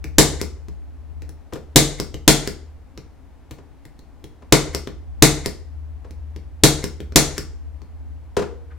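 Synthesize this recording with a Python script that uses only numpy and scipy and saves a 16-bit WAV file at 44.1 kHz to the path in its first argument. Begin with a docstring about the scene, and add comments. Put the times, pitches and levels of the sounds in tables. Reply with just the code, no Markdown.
"""A low hum runs throughout in a small room. On a wooden workbench, the blade of a spring-loaded punch-down
tool ticks on a network jack. Its hammer fires: the impact cracks, sets the bench ringing and overloads
the close microphone. About a fifth of a second later the plunger slides back and clicks home. Seven
snaps seat seven wires, with light ticks and knocks in between. At last the tool is put down and rocks
to rest, something on the bench rings on, and the jack scuffs faintly over the wood."""
import sys
import numpy as np
from scipy import signal
from scipy.fft import rfft, irfft
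from scipy.io import wavfile

SR = 44100
rng = np.random.default_rng(int(sys.argv[2]) if len(sys.argv) > 2 else 0)


def generate_wav(sig):
    """Save sig (samples, or channels by samples) to the path in sys.argv[1] as 16-bit PCM at SR."""
    pcm = np.round(np.clip(np.atleast_2d(sig).T, -1, 1) * 32767).astype(np.int16)
    wavfile.write(sys.argv[1], SR, pcm)


N = 387198
TIME = np.arange(N) / SR
SIDES = np.array([[1], [-1]])  # left, right


def from_db(db):
    """Amplitude grows tenfold for every 20 dB."""
    return 10 ** (np.asarray(db) / 20)


def unit_rms(x):
    """Normalisation to a mean power of one."""
    return x / np.sqrt(np.mean(x ** 2) + 1e-20)


def at_hz(points, hz):
    """Interpolation of a table on a logarithmic frequency axis."""
    known_hz, value = np.transpose(points)
    return np.interp(np.log(np.maximum(hz, 1)), np.log(known_hz), value)


def add(track, s, sound):
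    """Superposition: a sound adds to the track from time s."""
    start = max(round(s * SR), 0)
    track[start:start + len(sound)] += sound[:N - start]


def through(x, response):
    """Convolution of a mono track with a stereo impulse response."""
    return signal.fftconvolve(x[None], response, axes=1)[:, :N]


def coloured(x, colour, tilt_db=0, size=4096):
    """Minimum-phase, hence causal, filtering; the tilt per octave acts above 1 kHz and pivots at 5 kHz."""
    hz = np.fft.rfftfreq(size, 1 / SR)
    octaves = np.log2(np.maximum(hz, 1000) / 5000)
    gain = from_db(at_hz(colour, hz) + tilt_db * octaves)
    cepstrum = irfft(np.log(gain))
    cepstrum[1:size // 2] *= 2
    return irfft(rfft(x, size) * np.exp(rfft(cepstrum[:size // 2], size)))


def resonance(x, hz, width_hz):
    """A damped two-pole resonator with unit gain at its peak."""
    radius = np.exp(-np.pi * width_hz / SR)
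    feedback = [1, -2 * radius * np.cos(2 * np.pi * hz / SR), radius ** 2]
    return signal.lfilter(np.array([1, 0, -1]) * (1 - radius ** 2) / 2, feedback, x)


def drift(rate_hz):
    """Slow random modulation: straight lines between Gaussian values."""
    knots = rng.standard_normal(1024)
    return np.interp(TIME * rate_hz, np.arange(len(knots)), knots)


# Likeness of left and right in the room's sound field: (frequency [Hz], coherence [0-1])
COHERENCE = [(40, .45), (90, 0), (300, 0.36), (1000, 0.74), (2700, 0.64), (4500, 0.36), (6200, 0.23),
             (7800, 0.098), (9800, 0.55), (12500, .5), (15000, 0.076)]

def diffuse_noise(spectrum, size):
    """A diffuse field: noise from all directions is only partly coherent at two microphones."""
    hz = np.fft.rfftfreq(size, 1 / SR)
    coherence = np.clip(at_hz(COHERENCE, hz), -1, 1)
    mid, side = rfft(rng.standard_normal((2, size)))
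    stereo = np.sqrt((1 + coherence) / 2) * mid + np.sqrt((1 - coherence) / 2) * side * SIDES
    return irfft(stereo * from_db(at_hz(spectrum, hz)), size)


# Steady background noise: (frequency [Hz], relative spectral density [dB])
AIR_SPECTRUM = [(20, -24.5), (35, -22.5), (55, -20), (110, -27), (200, -37), (265, -27.5), (350, -37.5),
                (550, -41), (800, -41), (1300, -49.5), (2000, -52.5), (3200, -59), (7000, -65),
                (15800, -73)]

def room_air(level_db):
    """Stationary diffuse noise, strongest in the bass, forms the noise floor."""
    return from_db(level_db) * unit_rms(diffuse_noise(AIR_SPECTRUM, N))


# Close tones of the hum: (frequency [Hz], relative level [dB])
HUM_PARTIALS = [(58.8, -5), (64.9, -10.5), (73.8, -5.5), (76, 0.5), (90, -17.5)]
# Rumble around the tones: (frequency [Hz], relative spectral density [dB])
RUMBLE_SPECTRUM = [(20, -25.5), (45, -12.5), (62, 0.5), (76, -1.5), (86, -11), (100, -22.5), (200, -52),
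                   (600, -92.5)]
# Swelling and sinking of both: (time [s], relative level [dB])
HUM_ENVELOPE = [(0.0, -37), (0.29, -34.5), (1.0, -41), (1.2, -37.5), (1.49, -49), (1.93, -41),
                (2.74, -44.5), (3.18, -54.5), (4.45, -52), (4.7, -38.5), (7.55, -38.5), (8.78, -42.5)]

def hum(tone_db, rumble_db, pan_db, waver_rad, side_rad):
    """Beating: close, wavering tones interfere and throb, under one envelope with the rumble."""
    tones = 0
    for hz, db in HUM_PARTIALS:
        phase = rng.uniform(0, 2 * np.pi) + waver_rad * drift(1.2) + side_rad * drift(2.5) * SIDES
        tones = tones + from_db(db) * np.sqrt(2) * np.sin(2 * np.pi * hz * TIME + phase)
    rumble = unit_rms(diffuse_noise(RUMBLE_SPECTRUM, N))
    s, swell_db = np.transpose(HUM_ENVELOPE)
    envelope = from_db(np.interp(TIME, s, swell_db) + pan_db * SIDES)
    return envelope * (from_db(tone_db) * tones + from_db(rumble_db) * rumble)


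# Decay of the room: (frequency [Hz], reverberation time T60 [s])
REVERB_TIMES = [(100, 0.06), (350, 0.51), (1000, 0.46), (3000, 0.44), (7000, 0.43), (14000, 0.25)]
# Reflected sound: (frequency [Hz], relative level [dB])
REFLECTION_SPECTRUM = [(100, -0.5), (350, -6.5), (700, -6.5), (1200, -7), (3000, -9.5), (7000, -8.5),
                       (14000, -9)]

def room_response(build_s, early_db, early_t60, late_db, near_db, near_s, size=32768):
    """Reverberation: direct sound, near scatter, early reflections and a tail that decays by band."""
    t = np.arange(size) / SR
    hz, frame_s, frames = signal.stft(diffuse_noise(REFLECTION_SPECTRUM, size), SR, nperseg=256)
    early = from_db(early_db - 60 * frame_s / early_t60)
    late = from_db(late_db - 60 * frame_s / at_hz(REVERB_TIMES, hz)[:, None])
    build_up = np.minimum(t / build_s, 1) ** 2
    walls = signal.istft(frames * (early + late), SR)[1][:, :size] * build_up
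    near = from_db(near_db) * diffuse_noise(REFLECTION_SPECTRUM, size) * np.exp(-t / near_s)
    scatter = near - near[::-1]  # opposite in sign on left and right
    return (t == 0) + scatter + walls


# Modes of the bench and what stands on it: (frequency [Hz], relative level [dB], decay time T60 [s])
BENCH_MODES = [(28.68, -27.5, 0.99), (41, -14.5, 0.76), (65, -19.5, 0.2), (98, -16, 0.099),
               (121, -14, 0.24), (142.7, -4.5, .42), (161.6, -14.5, 0.5), (234, -13.5, .25),
               (266, -13, .35), (301, -10, 0.42), (315.8, -5.5, 0.33), (336.3, -12.5, .28),
               (366, -22, 0.15), (456.4, -12, 0.44), (444, -12.5, 0.22), (560, -18.5, .28),
               (640, -21.5, 0.36), (708, -20.5, 0.38), (821, -19, .28), (858, -13, 0.079), (966, -23, 0.12)]

def bench_response(lag_300hz_s, spread_db, side_rad, size=44100):
    """Modal ringing with dispersion: low bending waves travel slower, so their phase delay is longer."""
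    t, out = np.arange(size) / SR, 0
    for hz, db, t60 in BENCH_MODES:
        level, phase = rng.standard_normal((2, 1, 1)) * SIDES  # each side hears the mode its own way
        lag_s = lag_300hz_s * np.sqrt(300 / hz)
        ring = np.sin(2 * np.pi * hz * (t - lag_s) + side_rad * phase) * from_db(-60 * t / t60)
        out = out + from_db(db + spread_db * level) * ring
    return out * np.minimum(t / 0.0031, 1)


def burst(hold_s, decay_s, evenness, size=2048):
    """Hard contact is broadband: a rattle rises, holds and decays; evenness 1 flattens its spectrum."""
    t = np.arange(size) / SR
    envelope = np.minimum(t / 0.0002, 1) * np.exp(-np.maximum(t - hold_s, 0) / decay_s)
    rattle = rng.standard_normal(size) * envelope
    for _ in range(2):
        spectrum = rfft(rattle)
        flattened = spectrum / (np.abs(spectrum) + 1e-9) ** evenness
        rattle = irfft(flattened) * np.sqrt(envelope)
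    return unit_rms(rattle) * np.sqrt(np.mean(envelope ** 2))


def impacts(rows, colour, gain_db, hold_s, decay_s, lead_s, evenness, ring_db, ring_width_hz):
    """Impact excitation: each collision gives a coloured burst and a short ring of the struck part."""
    out = np.zeros(N)
    for s, db, _, tilt_db, ring_hz in rows:
        crack = coloured(burst(hold_s, decay_s, evenness), colour, tilt_db)
        ring = from_db(ring_db) * resonance(crack, ring_hz, ring_width_hz)
        add(out, s - lead_s, from_db(db + gain_db) * (crack + ring))
    return out


def pulses(rows, gain_db, width_s, lead_s, size=512):
    """Momentum transfer: each blow is one smooth pulse; the shorter it is, the wider its spectrum."""
    out, t = np.zeros(N), np.arange(size) / SR
    pulse = np.sin(np.pi * np.minimum(t / width_s, 1)) ** 2
    for s, db, thump_db, *_ in rows:
        add(out, s - lead_s, -from_db(db + thump_db + gain_db) * pulse / pulse.sum())
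    return out


def jack_scuff(start_s, length_s, level_db, hz, width_hz):
    """Sliding friction: the fingers turn the plastic jack on the wood, giving a stroke of band noise."""
    stroke = np.sin(np.pi * np.clip((TIME - start_s) / length_s, 0, 1))
    friction = resonance(resonance(rng.standard_normal(N), hz, width_hz), hz, width_hz)
    return from_db(level_db) * stroke * unit_rms(friction)


# Blade and wire on the jack: (time [s], relative level [dB], treble tilt [dB/octave], ring [Hz])
BLADE_TICKS = [(0.0424, -26.5, -1.5, 2200), (0.6845, -38.5, -5.5, 6800), (1.2211, -37.5, -3, 1940),
               (1.2925, -36.5, -1, 9700), (1.5355, -27, -2, 3380), (2.143, -27, -3.5, 3080),
               (2.9765, -33, -4.5, 5600), (3.5107, -32, 0, 3100), (3.8534, -38, -0.5, 2060),
               (3.9916, -43.5, -1, 4200), (4.2419, -34.5, -1, 3260), (4.8733, -27.5, -6, 3100),
               (6.1088, -39, -2.5, 10000), (6.3624, -36, -4, 2880), (7.0038, -31.5, -4, 3300),
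               (7.1227, -38, -5.5, 5500), (7.8183, -44.5, -6, 4300)]
# Colour of a tick: (frequency [Hz], gain [dB])
TICK_SPECTRUM = [(60, 8.5), (400, 6), (800, -16), (1500, -8), (2200, -6.5), (2800, -10.5), (4200, -6),
                 (6500, -5.5), (10000, -13.5), (15500, -13)]

def blade_ticks():
    """Light impacts excite a narrow resonance and nudge the bench; gives sound and force."""
    rows = [(s, db, 0, tilt_db, ring_hz) for s, db, tilt_db, ring_hz in BLADE_TICKS]
    sound = impacts(rows, TICK_SPECTRUM, gain_db=4, hold_s=0.0006, decay_s=0.003, lead_s=0.0005,
                    evenness=0.25, ring_db=5, ring_width_hz=360)
    return sound, pulses(rows, gain_db=-7, width_s=0.00077, lead_s=0.0012)


# Jack and tool handle on the wood; in the last three rows the tool is put down, rocks and settles:
# (time [s], relative level [dB], body note [Hz], treble tilt [dB/octave])
WOOD_KNOCKS = [(1.525, -25, 321.6, -4), (1.556, -23.5, 432.6, -3), (2.975, -46, 417, -6),
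               (3.51, -25, 121, -0.5), (3.584, -35, 330, -3), (4.423, -36.5, 161, -4),
               (6.047, -36, 444, -4), (8.368, -4.5, 392, -1.5), (8.392, -13.5, 320, -2.5),
               (8.422, -16.5, 140, -3.5)]
# Colour of a knock: (frequency [Hz], gain [dB])
KNOCK_SPECTRUM = [(50, -12.5), (150, -4), (300, -1.5), (460, 0), (650, -10.5), (1200, -11), (2500, -18),
                  (7000, -22), (11000, -32), (15500, -39.5)]

def knocks(gain_db, hold_s, decay_s, body_db, body_width_hz):
    """Body resonance: the dull chatter of plastic on wood excites a hollow note."""
    out = np.zeros(N)
    for s, db, hz, tilt_db in WOOD_KNOCKS:
        contact = burst(hold_s, decay_s, evenness=0.6, size=4096)
        chatter = coloured(contact, KNOCK_SPECTRUM, tilt_db)
        note = from_db(body_db) * resonance(resonance(contact, hz, body_width_hz), hz, body_width_hz)
        add(out, s - 0.001, from_db(db + gain_db) * (chatter + note))
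    return out


def after_ring(hz, level_db, t60):
    """Free vibration: something on the bench rings on after the last knock, decaying exponentially."""
    age = np.maximum(TIME - WOOD_KNOCKS[-1][0], 0)
    return from_db(level_db - 60 * age / t60) * np.sin(2 * np.pi * hz * age)


# The plunger clicks home: (time [s], relative level [dB], thump offset [dB])
PLUNGER_RETURNS = [(0.4144, -16.5, -26), (2.0, -16, -7.5), (2.4749, -17, -17), (4.7484, -14, -13.5),
                   (5.4601, -14, -14), (6.8411, -17, -5.5), (7.3806, -16.5, -3)]
# Colour of a return click: (frequency [Hz], gain [dB])
CLICK_SPECTRUM = [(60, 6.5), (400, 15), (750, -4), (1300, -2.5), (2100, -2), (2800, -8.5), (4000, -6.5),
                  (5200, -4.5), (7500, -7), (10000, -12), (15500, -19.5)]

def plunger_clicks(tilt_db, ring_hz):
    """Restoring force: one spring drives every return, so all share a colour; gives sound and force."""
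    rows = [(s, db, thump_db, tilt_db, ring_hz) for s, db, thump_db in PLUNGER_RETURNS]
    sound = impacts(rows, CLICK_SPECTRUM, gain_db=4, hold_s=0.0012, decay_s=0.0018, lead_s=0.00043,
                    evenness=0.5, ring_db=1, ring_width_hz=700)
    return sound, pulses(rows, gain_db=-8, width_s=0.0024, lead_s=0.0019)


# Colour of the spring's scrape: (frequency [Hz], gain [dB])
SLIDE_SPECTRUM = [(200, -11.5), (900, -3), (1700, 3.5), (2130, 15), (2600, -7.5), (5000, -6.5), (8000, -10),
                  (15500, -22.5)]

def plunger_slides(gain_db, length_s, size=2048):
    """Friction noise: the spring scrapes in the barrel, swelling up to each return click."""
    out, t = np.zeros(N), np.arange(size) / SR
    swell = np.minimum(2 * t / length_s, 1) * (t < length_s)
    for s, *_ in PLUNGER_RETURNS:
        scrape = coloured(rng.standard_normal(size) * swell, SLIDE_SPECTRUM)
        add(out, s - length_s, from_db(gain_db) * scrape)
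    return out


# The hammer fires: (time [s], relative level [dB], thump offset [dB], treble tilt [dB/octave], ring [Hz])
HAMMER_SNAPS = [(0.184, -2, -15, -0.5, 7350), (1.76, -1.5, -13, 0.5, 3630),
                (2.2786, -1.5, -14.5, -0.5, 3350), (4.5244, -6, -12.5, -2, 2320),
                (5.2237, -1.5, -12.5, 0.0, 2250), (6.6365, -2.5, -13, 0.0, 4100),
                (7.1594, -2.5, -15.5, 0, 6180)]
# Colour of a snap: (frequency [Hz], gain [dB])
SNAP_SPECTRUM = [(60, -5), (400, 6), (750, -3.5), (1200, -5.5), (1700, -5), (2220, -2), (2650, -8.5),
                 (3600, 0.5), (5200, -3), (7000, -0.5), (10000, -6), (15500, -16.5)]

def hammer_snaps():
    """Stored spring energy is released in one impact: a crack, a force on the bench and a thump."""
    crack = impacts(HAMMER_SNAPS, SNAP_SPECTRUM, gain_db=10.5, hold_s=0.0024, decay_s=0.001,
                    lead_s=0.00044, evenness=0.9, ring_db=-8.5, ring_width_hz=850)
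    force = pulses(HAMMER_SNAPS, gain_db=8, width_s=0.00028, lead_s=0.00084)
    # the bench top, shoved bodily, radiates one low pulse of pressure
    thump = pulses(HAMMER_SNAPS, gain_db=45, width_s=0.0024, lead_s=0.0019)
    return crack, force, thump


def scene():
    """Airborne and structure-borne paths add: contacts excite the room, their forces ring the bench."""
    room = room_response(build_s=0.0036, early_db=-25.5, early_t60=0.16, late_db=-29.5,
                         near_db=-13, near_s=0.0009)
    bench = bench_response(lag_300hz_s=0.016132, spread_db=1.5, side_rad=0.037)
    snaps, snap_force, thump = hammer_snaps()
    clicks, click_force = plunger_clicks(tilt_db=0.7, ring_hz=5000)
    ticks, tick_force = blade_ticks()
    slides = plunger_slides(gain_db=-36.5, length_s=0.023)
    scuff = jack_scuff(start_s=8.70, length_s=0.034, level_db=-53.5, hz=1397, width_hz=1000)
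    wood = knocks(gain_db=-0.5, hold_s=0.0067, decay_s=0.0085, body_db=5.5, body_width_hz=150)
    airborne = through(snaps + clicks + ticks + slides + scuff + wood, room)
    structure_borne = through(snap_force + click_force + tick_force, bench) + thump
    ring = after_ring(hz=474, level_db=-39, t60=0.98)
    air = room_air(level_db=-48)
    low_hum = hum(tone_db=1.5, rumble_db=-7.5, pan_db=1.5, waver_rad=0.23, side_rad=1.0)
    lean_left = from_db(1.0 * SIDES)
    return low_hum + (air + airborne + structure_borne + ring) * lean_left


def record(dry):
    """Overload: the snaps clip hard at full scale, then a steep low-pass removes the highest treble."""
    low_pass = signal.ellip(10, 0.1, 70, 15900, fs=SR, output="sos")
    return signal.sosfilt(low_pass, np.clip(dry, -1, 1))


dry = scene()
out = record(dry)
generate_wav(out)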